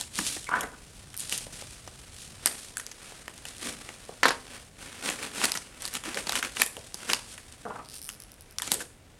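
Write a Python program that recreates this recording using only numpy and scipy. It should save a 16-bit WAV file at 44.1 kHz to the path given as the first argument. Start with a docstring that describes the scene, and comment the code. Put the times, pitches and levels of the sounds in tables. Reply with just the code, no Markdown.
"""A quiet workshop, heard from close to a table where hands pick open a paper-wrapped cardboard parcel.
Behind it lie faint air hiss, a low rumble whose level dips early on, one early echo and a short diffuse tail.
Twice something creaks dully, probably the chair: stick-slip knocks ring its frame as the sitter shifts.
Box walls boom as narrow noise, a taut flap pops as struck modes, and tape lets go in runs of tiny ticks.
Nearest, fingers rub the wrapping as grainy coloured noise, and creases snap as bursts with a ringing fold."""
import sys
import numpy as np
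from scipy import signal
from scipy.fft import rfft, irfft, next_fast_len
from scipy.io import wavfile

SR = 44100
rng = np.random.default_rng(int(sys.argv[2]) if len(sys.argv) > 2 else 0)


def master_out(mix):
    """Clip the mix to full scale and print it as 16-bit PCM to the path in sys.argv[1]."""
    frames = np.transpose(np.atleast_2d(mix))
    ceiling = np.clip(frames, -1, 1)
    pcm = np.round(ceiling * 32767).astype(np.int16)
    wavfile.write(sys.argv[1], SR, pcm)


N = 405279
TIME = np.arange(N) / SR


def from_db(db):
    """Amplitude ratio of a level in dB."""
    return 10 ** (np.asarray(db) / 20)


def rms_one(x):
    """The signal scaled to rms 1."""
    return x / np.sqrt(np.mean(x ** 2) + 1e-20)


def in_time(rows):
    """Each column of a curve at every sample."""
    s, *columns = np.transpose(rows)
    return [np.interp(TIME, s, c) for c in columns]


def at_hz(points, hz, axis=1):
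    """One column of a spectrum, read on a log-frequency axis."""
    points = np.array(points)
    return np.interp(np.log(hz), np.log(points[:, 0]), points[:, axis])


def pitched(rows, ratio):
    """The same modes or spectrum at another pitch."""
    return [(hz * ratio, *rest) for hz, *rest in rows]


def band(x, low, high, order=2):
    """Only the part between two frequencies in Hz."""
    sos = signal.butter(order, [low, min(high, .48 * SR)], "band", fs=SR, output="sos")
    return signal.sosfilt(sos, x + 1e-18)


def coloured(x, spectrum):
    """Gives a flat excitation a spectrum, rolled off below 20 Hz; rms 1."""
    size = next_fast_len(N)
    hz = np.maximum(np.arange(size // 2 + 1) * SR / size, 1)
    gain = from_db(at_hz(spectrum, hz)) * np.minimum(hz / 20, 1)
    return rms_one(irfft(rfft(x, size) * gain, size)[:N])


def drift(rate):
    """Smooth chance of spread 1, with `rate` new values per second."""
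    return rms_one(np.interp(TIME * rate, np.arange(N // 20), rng.standard_normal(N // 20)))


def ring(clicks, hz, t60):
    """A resonator: a unit click sets a sine of height 1 ringing."""
    r = from_db(-60 / (t60 * SR))
    w = 2 * np.pi * hz / SR
    return signal.lfilter([0, np.sin(w)], [1, -2 * r * np.cos(w), r * r], clicks + 1e-18)


def strike(events, modes, vary_db, vary_pitch=0):
    """Every blow (t/s, level/dB) excites each mode with a strength, and perhaps a pitch, of its own."""
    hz, mode_db, t60 = np.transpose(modes)[:, :, None]
    t = TIME[:int(1.5 * t60.max() * SR)]
    out = np.zeros(N + SR)
    signs = (-1) ** np.arange(len(hz))[:, None]   # neighbouring modes start in opposite phase
    dying = signs * from_db(mode_db - 60 * t / t60)
    chances = rng.standard_normal((64, 2, len(hz), 1))
    for (s, db), (strength, detune) in zip(events, chances):
        sines = np.sin(2 * np.pi * hz * (1 + vary_pitch * detune) * t)
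        rings = dying * from_db(db + vary_db * strength) * sines
        start = int(s * SR)
        out[start:start + len(t)] += rings.sum(axis=0)
    return out[:N]


def swell(t, rise, fall, depth_db, shape):
    """Level in dB of a gesture t seconds after its start: up to 0 dB, then away again."""
    away = np.maximum((rise - t) / max(rise, 1e-3), (t - rise) / max(fall, 1e-3))
    return -depth_db * np.abs(away) ** shape


# spectrum of the still air: f/Hz, relative level/dB per Hz
AIR = [(15, -38), (25, -1), (99, -6), (134, -7.5), (223, -11.5), (775, -16), (863, -20.5), (6050, -31),
       (7920, -29), (16000, -41)]
# level of the low rumble, which drops suddenly near 2.5 s and then partly returns: t/s, level/dB
RUMBLE_LEVEL = [(0, -54), (2.44, -53.5), (2.52, -68), (3.3, -57.5), (9.2, -59)]
AIR_DB = -57


def room_air(rumble_hz):
    """A faint steady hiss over a low rumble, both shaped from noise; the rumble's level dips and returns."""
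    hiss = from_db(AIR_DB) * coloured(rng.standard_normal(N), AIR)
    rumble = rms_one(band(rng.standard_normal(N), rumble_hz / 2, rumble_hz * 2))
    return hiss + from_db(in_time(RUMBLE_LEVEL)[0]) * rumble


# diffuse tail of the workshop: f/Hz, t60/s, level/dB
ROOM = [(149, 0.71, -6), (600, 0.33, -3), (3970, 0.33, -12.5), (8900, 0.39, -3.5), (16000, 0.194, -35)]
# a near surface: delay t/s, gain (ratio)
ECHOES = [(0.014, 0.14)]


def workshop(x, build_s):
    """One near echo, and a diffuse tail that lasts longest in the bass and shortest at the very top."""
    t = TIME[:SR // 2]
    edges = np.geomspace(90, 18000, 12)
    response = np.zeros(len(t))
    for low, high in zip(edges, edges[1:]):
        hz = np.sqrt(low * high)
        fade = from_db(-60 * t / at_hz(ROOM, hz)) * (1 - np.exp(-t / build_s))
        level = from_db(at_hz(ROOM, hz, axis=2)) / np.sqrt(np.sum(fade ** 2))
        response += band(rng.standard_normal(len(t)), low, high) * fade * level
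    for delay, gain in ECHOES:
        response[int(delay * SR)] += gain
    return signal.fftconvolve(x, response)[:N]


# a thin squeak before the first creak: t/s, length t/s, f/Hz, level/dB
SQUEAK = (.465, .024, 2180, -43)


def squeak(t60):
    """The joint rubs at one narrow pitch just before it breaks loose: noise through a resonator."""
    s, length, hz, db = SQUEAK
    rubbing_time = (TIME > s) & (TIME < s + length)
    rubbed = ring(rng.standard_normal(N) * rubbing_time, hz, t60)
    # the level holds over the squeak's own length
    return from_db(db) * rms_one(rubbed) * np.sqrt(length * SR / N)


# pushes on the creaking seat: start t/s, rise t/s, fall t/s, ring level/dB and groan level/dB (relative),
# slips per s, pitch ratio of the ring
PUSHES = [(0.4884, 0.0011, .01, -25.5, -47, 130, 0.94), (.5, 0.018, 0.022, -29, -60, 230, 0.98),
          (.52, 0.019, 0.042, -24.5, -56, 250, 1), (.552, .014, 0.061, -33, -46, 230, 1.1),
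          (.615, 0.025, 0.009, -39, -45.5, 260, 1.28), (.72, .022, 0.018, -46, -64, 190, 0.94),
          (7.651, 0.0017, 0.061, -42.5, -45, 207, 0.97), (7.696, 0.0075, .02, -34.5, -56, 240, 0.89),
          (7.738, 0.019, 0.012, -39.5, -54, 230, 0.97), (7.783, 0.011, 0.019, -36.5, -55, 233, 0.795)]
# bright modes of the frame, before the pitch ratio: f/Hz, relative level/dB, t60/s
CREAK_RING = [(973, -4.5, 0.016), (1166, -1.5, 0.015), (1278, 1, 0.013), (1570, -1.5, 0.014),
              (2210, -16, 0.016), (3030, -13, 0.0049)]
# its low modes: f/Hz, relative level/dB, t60/s
CREAK_GROAN = [(136, -15, 0.012), (263, 6, 0.017), (424, 2.5, 0.042), (670, 13, 0.0098)]
PUSH_DEPTH_DB = 13   # a push climbs this far, then falls as far


def creak(jitter, ring_db, groan_db, soft_hz):
    """Under each push a joint sticks and slips unevenly; every slip is a soft knock that rings the frame."""
    frame = 0
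    for start, rise, fall, bright_db, low_db, slips_per_s, pitch in PUSHES:
        waits = np.exp(jitter * rng.standard_normal(size=40)) / slips_per_s
        t = np.cumsum(waits)
        t = t - t[len(t) // 2] + rise   # one slip comes at the height of the push
        t = t[(t >= 0) & (t <= rise + 1.4 * fall)]
        db = swell(t, rise, fall, PUSH_DEPTH_DB, 1)
        bright = np.c_[start + t, db + bright_db + ring_db]
        low = np.c_[start + t, db + low_db + groan_db]
        frame = frame + strike(bright, pitched(CREAK_RING, pitch), vary_db=4)
        frame = frame + strike(low, CREAK_GROAN, vary_db=2)
    return band(frame, 79, soft_hz, order=3)


# box walls booming dully as they are pressed: start t/s, rise t/s, fall t/s, f/Hz, peak level/dB
FLEXES = [(.185, 0.0085, 0.11, 232, -39.5), (3.63, 0.033, 0.11, 250, -39.5), (6.05, 0.033, 0.024, 265, -38),
          (6.15, 0.017, 0.032, 490, -35), (6.765, 0.014, 0.052, 560, -43.5), (8.715, 0.037, 0.11, 377, -42)]


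def flexing(width, depth_db):
    """A pressed wall of the box rumbles in a narrow band of noise that swells and fades."""
    noise = rng.standard_normal(N)
    out = np.zeros(N)
    for s, rise, fall, hz, db in FLEXES:
        rumble = rms_one(band(noise, hz / (1 + width), hz * (1 + width)))
        out = out + from_db(db + swell(TIME - s, rise, fall, depth_db, 1)) * rumble
    return out


# the flap popping against the box: t/s, relative level/dB, pitch ratio (a taut flap rings higher)
KNOCKS = [(4.2314, -6, 1.05), (4.2551, -5.5, 0.94), (4.284, -14.5, 1), (4.3063, -14, 1)]
# the box and its taut wrapping, before the pitch ratio: f/Hz, relative level/dB, t60/s
BOX = [(269, -19, 0.18), (418, -25, 0.054), (902, -18, 0.045), (1110, 1, 0.004), (1210, -28, 0.02),
       (1550, 1, 0.0091), (1710, -13.5, 0.096), (1910, -4, 0.017)]
# the flap shivering after each pop, before the pitch ratio: f/Hz, relative level/dB per Hz
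SHIVER = [(150, -40), (400, -11.5), (1100, 0), (1750, -5), (2300, -9), (2900, -6.5), (4500, -6.5),
          (8000, -23), (16000, -56)]


def flap(pop_db, shiver_db, shiver_t60):
    """Each pop strikes the box and leaves the crumpled sheet shivering for a moment as fading noise."""
    pops = shiver = 0
    for s, db, pitch in KNOCKS:
        pops = pops + strike([(s, db)], pitched(BOX, pitch), vary_db=2.5)
        shaking = (TIME > s) * from_db(db - 60 * np.abs(TIME - s) / shiver_t60)
        shiver = shiver + shaking * coloured(rng.standard_normal(N), pitched(SHIVER, pitch))
    return from_db(pop_db) * band(pops, 430, 3330) + from_db(shiver_db) * shiver


# tape letting go of the paper in runs of ticks: start t/s, length t/s, ticks per s at first,
# relative level/dB of the first tick, low ring f/Hz, low ring level/dB, high ring f/Hz
PEELS = [(1.167, .005, 100, -26, 5600, -11, 9300), (1.176, .015, 90, -20, 5600, -12, 9400),
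         (7.849, .022, 105, -42, 4800, 4, 9000), (7.888, .045, 90, -34, 4900, 0, 9100),
         (7.942, .053, 80, -29, 5350, -5, 9200), (8.017, .072, 96, -27.5, 5400, -6, 9200),
         (8.1, .055, 92, -33, 5100, -2, 10300), (8.202, .039, 52, -31, 5650, -5, 10300),
         (8.3185, .03, 44, -35, 5700, -5, 10200), (8.409, .019, 77, -34.5, 5700, -5, 10100),
         (8.51, .02, 67, -35, 5700, -5, 10100)]
# overtone of the high ring: pitch ratio, relative level/dB, t60/s
TAPE_OVERTONE = (1.3, -2, 0.0011)
TAPE_LOW_T60_S, TAPE_HIGH_T60_S = 0.0022, 0.0039
PEEL_FADE_DB = 6   # the tension eases over each run
PEEL_HURRY = .86   # below 1 the ticks come ever faster
TICK_VARY_DB, TICK_VARY_PITCH = 2, 0.018   # no two ticks are quite alike


def peeling(hollow_hz, hollow_width_hz):
    """Each run ticks ever faster and weaker; the strip's rings shift from run to run, a hollow between them."""
    out = np.zeros(N)
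    over_ratio, over_db, over_t60 = TAPE_OVERTONE
    for s, length, rate, db, low_hz, low_db, high_hz in PEELS:
        t = np.arange(12) ** PEEL_HURRY / rate
        t = t[t < length]
        modes = [(low_hz, low_db, TAPE_LOW_T60_S),
                 (high_hz, -3.5, TAPE_HIGH_T60_S),
                 (high_hz * over_ratio, over_db, over_t60)]
        ticks = np.c_[s + t, db - PEEL_FADE_DB * t / length]
        out = out + strike(ticks, modes, TICK_VARY_DB, TICK_VARY_PITCH)
    notch = signal.iirnotch(hollow_hz, hollow_hz / hollow_width_hz, fs=SR)
    return band(signal.lfilter(*notch, out), 2000, 14800)


def friction(grains_per_s, spread_db, grain_share):
    """Fibres catching and breaking: separate grains of uneven size in a fine noise."""
    sizes = from_db(spread_db * np.minimum(rng.exponential(1, N), 4))
    caught = rng.random(N) < grains_per_s / SR
    grains = rms_one(caught * sizes * rng.choice([-1, 1], N))
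    share = np.clip(grain_share, 0, 1)   # of the power
    return np.sqrt(share) * grains + np.sqrt(1 - share) * rng.standard_normal(N)


# strokes of the fingers over the paper: start t/s, rise t/s, fall t/s, relative hiss level/dB,
# relative level/dB of the sheet's body as it is pressed
STROKES = [(-.05, 0.058, 0.092, -40, -51), (.11, 0.064, 0.17, -34.5, -46), (.16, 0.096, 0.26, -33.5, -48.5),
           (.5, 0.06, 0.18, -51, -44), (.8, 0.17, 0.13, -57, -68), (1.14, 0.073, 0.27, -43, -55.5),
           (1.26, 0.067, 0.19, -35.5, -47), (1.515, 0.016, 0.65, -48, -55), (2.08, 0.13, 0.18, -46, -59),
           (2.33, 0.17, 0.19, -47.5, -45.5), (2.55, 0.046, 0.21, -46, -77), (2.84, 0.22, 0.35, -54.5, -52),
           (3.42, 0.054, 0.25, -48.5, -53), (3.55, 0.12, 0.12, -38, -40), (3.7, 0.17, 0.32, -54, -51.5),
           (4.4, 0.15, 0.12, -55, -48), (4.77, 0.033, 0.42, -50, -48.5), (4.99, 0.073, 0.2, -39, -37),
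           (5.12, 0.11, 0.12, -57, -38.5), (5.29, 0.15, 0.1, -35, -32), (5.53, 0.023, 0.11, -42, -50),
           (5.77, 0.049, 0.3, -46, -47.5), (5.9, 0.057, 0.052, -40, -41.5), (6, 0.06, 0.18, -55, -40.5),
           (6.11, 0.07, 0.1, -41, -40), (6.2, 0.18, 0.051, -37, -36), (6.42, 0.024, 0.085, -48.5, -37),
           (6.519, 0.089, 0.068, -33.5, -37.5), (6.94, .06, 0.49, -52, -49.5),
           (7.06, 0.043, 0.14, -39, -36.5), (7.17, 0.15, 0.066, -48, -59), (7.85, 0.11, 0.074, -48.5, -68),
           (8.6, 0.036, 0.24, -44, -49), (8.66, 0.062, 0.15, -39.5, -43)]
# the hands never quite rest on the paper: t/s, relative hiss level/dB, relative body level/dB
HOLDING = [(0, -59.5, -61), (4.6, -58, -58.5), (4.72, -65.5, -67.5), (4.9, -63, -51.5), (7, -55, -59.5),
           (7.5, -59, -60.5), (8.5, -74, -64.5), (9.19, -84, -67)]
STROKE_DEPTH_DB, STROKE_SHAPE = 26, 1.203   # climbs this far, then falls as far; shape 1 is pointed, 2 is round


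def hand_effort():
    """Gains of hiss and body: the strokes add in power to the light touch of the holding hands."""
    t = TIME[::40]   # gestures are slow enough for a coarse clock
    s, *held = np.transpose(HOLDING)
    power = from_db([np.interp(t, s, db) for db in held]) ** 2
    for start, rise, fall, *db in STROKES:
        gesture_db = swell(t - start, rise, fall, STROKE_DEPTH_DB, STROKE_SHAPE)
        power = power + from_db(np.array(db)[:, None] + gesture_db) ** 2
    return [np.interp(TIME, t, np.sqrt(p)) for p in power]


# colour of the light rubbing: f/Hz, relative level/dB per Hz
HISS = [(1000, -16.5), (2000, -9), (3200, -0.5), (7000, -1.5), (9300, 1.5), (11000, -7), (13000, -16.5),
        (16000, -30)]
# colour of the pressed sheet: f/Hz, relative level/dB per Hz
BODY = [(90, -41), (180, -3.5), (250, 9.5), (320, -2), (430, 2), (850, -3), (1500, 1), (2600, -2),
        (8000, -30)]
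CRINKLES_PER_S, CRINKLE_DB = 40, -8   # tiny stray folds giving way under the fingers


def rubbing(hiss_db, body_db, crackle_db, flutter_db):
    """Light strokes hiss with stray crinkles; a pressed sheet crackles and sounds with its whole body."""
    hiss, body = hand_effort()
    sliding = friction(grains_per_s=3000, spread_db=5.0, grain_share=.2)
    crumpling = friction(grains_per_s=330, spread_db=3.0, grain_share=0.31)
    stray = friction(grains_per_s=CRINKLES_PER_S, spread_db=5.0, grain_share=1)
    pressed = from_db(body_db) * coloured(crumpling, BODY) + from_db(crackle_db) * coloured(crumpling, HISS)
    light = from_db(hiss_db) * coloured(sliding, HISS) + from_db(CRINKLE_DB) * coloured(stray, HISS)
    flutter = from_db(flutter_db * drift(220))
    return (hiss * light + body * pressed) * flutter


# creases snapping: t/s, relative level/dB, brightness/dB per octave, fold f/Hz,
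# relative level/dB of the box's thump, relative length/ms
SNAPS = [(0.0108, -30, 4, 4000, -39.5, 0.93), (0.1877, -26.5, 1.5, 1830, -27, 2.8),
         (0.3654, -41.5, 0, 1820, -32.5, 4.4), (0.608, -31, 5, 3160, -51, 2.9),
         (1.142, -41.5, 2.5, 3020, -54, 1.2), (1.196, -39, 12, 9500, -66, 1.2),
         (1.204, -37, 10, 9800, -62, 0.91), (1.3246, -27.5, 2, 2820, -36, 1.1),
         (1.3776, -37.5, 11, 8950, -63, 1.1), (1.468, -55, -4, 1900, -36.5, 0.99),
         (1.6221, -49, -4.5, 5860, -36, 1.4), (1.8758, -45, -1.5, 5900, -35.5, 1.6),
         (2.4589, -17, 4.5, 9800, -28, 0.84), (2.473, -32.5, 5, 2020, -40, 2.3),
         (2.77, -31.5, 5.5, 1630, -62, 1), (2.798, -36.5, 4.5, 1730, -64, 2.2),
         (2.8654, -39, 3.5, 6200, -66, 0.21), (2.914, -42, 1, 6200, -62, 4),
         (3.1219, -49, -3, 453, -42, 2.4), (3.2801, -38.5, -2.5, 1810, -37, 0.63),
         (3.453, -38, 1.5, 2670, -40, 1.5), (3.8899, -41, -4, 2400, -40, 0.8),
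         (4.0928, -56, 0, 790, -30, 2.7), (4.2323, -23, -3, 1990, -31, 1.6),
         (4.2557, -30, 4.5, 1010, -17.5, 5.2), (4.2824, -23.5, -2.5, 3940, -22.5, 2.3),
         (5.0895, -34, -7, 2760, -26, 1.05), (5.0998, -32, 2.5, 7000, -41, 0.49),
         (5.4158, -34.5, -6, 1740, -52, .8), (5.4537, -24, 3.5, 6900, -50, 0.88),
         (5.4957, -36, -2, 4140, -44, .8), (5.519, -25.5, 1, 5000, -53, 1),
         (5.5512, -31.5, 1, 2020, -35, 6.9), (5.573, -31.5, -0.5, 5870, -38, 1.7),
         (5.821, -38, 8, 9150, -56, 0.63), (5.8535, -31.5, 3, 4670, -58, 0.31),
         (5.8778, -35.5, 5, 7550, -54, .2), (5.939, -32.5, 6, 8300, -64, .7),
         (5.9523, -27.5, 1, 7740, -64, 0.66), (6.038, -36.5, -2, 3200, -50, 0.77),
         (6.145, -34.5, -1.5, 4770, -51, 0.76), (6.172, -33.5, -4, 1860, -37, 2.2),
         (6.2695, -31.5, -1.5, 4500, -32.5, 2.7), (6.2937, -26, -0.5, 4560, -31, 1.2),
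         (6.322, -28, -1.5, 8550, -42, 0.83), (6.354, -25.5, 0, 2900, -47, 1.2),
         (6.373, -35, 1, 2170, -40, 1.3), (6.427, -28, -4, 1550, -39, 2.6),
         (6.569, -33, -4, 2800, -51, 1.4), (6.5988, -35, -6, 8500, -40, 0.55),
         (6.6183, -17.5, 5, 2330, -27.5, 0.64), (6.6209, -28.5, -0.5, 2200, -39, 1.5),
         (6.636, -32, 7, 9700, -44, 0.33), (6.6628, -33.5, 9.5, 9200, -61, 0.72),
         (6.7676, -40.5, 0.5, 2670, -37, 0.37), (6.9434, -35, 5, 4970, -39.5, 0.93),
         (7.092, -33, -2, 1400, -33, 2), (7.099, -26.5, -2.5, 2850, -40, 1.3),
         (7.1023, -30.5, -4, 3840, -34, .7), (7.133, -21.5, -1.5, 5040, -47, 1.3),
         (7.378, -42, 1.5, 1870, -68, 3.3), (8.0904, -34, 3.5, 2930, -60, 0.79),
         (8.5846, -29.5, 2, 5800, -61, 0.81), (8.6198, -26.5, 1.5, 3330, -52, 1.8),
         (8.6755, -33.5, -2, 7140, -36, 2.7), (8.7176, -21, 6, 4060, -24, 1.1),
         (8.725, -33, 11, 8950, -49, .6), (8.742, -31, 11, 9400, -40, .6),
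         (8.8034, -32.5, 2.5, 1640, -34, 24)]
# bands of a snap, the thump first: low f/Hz, high f/Hz
SNAP_BANDS = [(170, 900), (900, 3000), (3000, 7000), (7000, 11500)]
SNAP_PIVOT_HZ = 4600   # brightness tilts the treble about this pitch
FOLD_DB, FOLD_CYCLES = 3, 17   # a fold's level against its snap, cycles until it has died


def snap_bands():
    """The box thumps in the lowest band, brightness tilts the rest: rows t/s, band dB, fold dB, length/ms."""
    s, db, brightness, _, thump, ms = np.transpose(SNAPS)
    octaves = np.log2(np.sqrt(np.prod(SNAP_BANDS[1:], axis=1)) / SNAP_PIVOT_HZ)
    treble = db[:, None] + np.outer(brightness, octaves)
    return np.c_[s, thump, treble, db + FOLD_DB, ms]


def snaps(gain_db, decay, follow_db, scatter_s, vary_db):
    """A crease buckles in a short noise burst and its fold rings briefly; smaller folds give way just after."""
    size = 1024
    window = .005 * SR   # levels are rms over 5 ms
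    ms = np.arange(size) / SR * 1000
    out = np.zeros(N + size)
    main = snap_bands()
    small = np.repeat(main, 3, axis=0)   # three followers each
    chance = rng.standard_normal(small.shape)
    small[:, 0] += scatter_s * np.abs(chance[:, 0])
    small[:, 1:-1] += follow_db + vary_db * chance[:, 1:-1]
    rows = np.r_[main, small]
    dying = np.exp(-decay * ms / np.maximum(rows[:, -1:], .2))
    bursts = rng.standard_normal((len(rows), size)) * dying
    sound = 0
    for k, (low, high) in enumerate(SNAP_BANDS):
        part = band(bursts, low, high, order=3)
        part_rms = np.sqrt(np.sum(part ** 2, axis=1, keepdims=True) / window)
        sound = sound + part * from_db(rows[:, k + 1, None]) / part_rms
    pitches = np.array(SNAPS)[:, 3]
    pitches = np.r_[pitches, rng.choice(pitches, len(small))]
    for s, snap, burst, hz, fold_db in zip(rows[:, 0], sound, bursts, pitches, rows[:, -2]):
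        fold = band(ring(burst, hz, FOLD_CYCLES / hz), hz / 2, 11500)
        snap = snap + from_db(fold_db) * fold / np.sqrt(np.sum(fold ** 2) / window)
        start = max(int(s * SR), 0)
        out[start:start + size] += snap
    return from_db(gain_db) * out[:N]


def scene():
    """The direct sounds from the table and chair, their reply from the workshop, and the room's own air."""
    air = room_air(rumble_hz=67.4)
    chair = creak(jitter=.25, ring_db=6.0, groan_db=6.0, soft_hz=3330) + squeak(t60=0.016)
    box = flap(pop_db=-2.0, shiver_db=-14.5, shiver_t60=0.13) + flexing(width=0.34, depth_db=21.5)
    tape = from_db(5.0) * peeling(hollow_hz=6800, hollow_width_hz=1100)
    paper = rubbing(hiss_db=1.48, body_db=0.0, crackle_db=-3.0, flutter_db=2.5)
    paper = paper + snaps(gain_db=-4.5, decay=0.8, follow_db=-16.5, scatter_s=0.013, vary_db=5.0)
    into_room = from_db(-5.5) * (paper + box) + from_db(-2.5) * tape + from_db(0.5) * chair
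    return (paper + tape + box + chair + workshop(into_room, build_s=0.002) + air)[None]


CUTOFF_HZ = 16000


def record(dry):
    """The loudest peaks are softly rounded to stay below full scale, and the top ends steeply at the recorder's
    cut-off."""
    rounded = dry / (1 + (dry / .8) ** 6) ** (1 / 6)
    return signal.sosfilt(signal.ellip(10, .1, 80, CUTOFF_HZ, fs=SR, output="sos"), rounded)


dry = scene()
out = record(dry)
master_out(out)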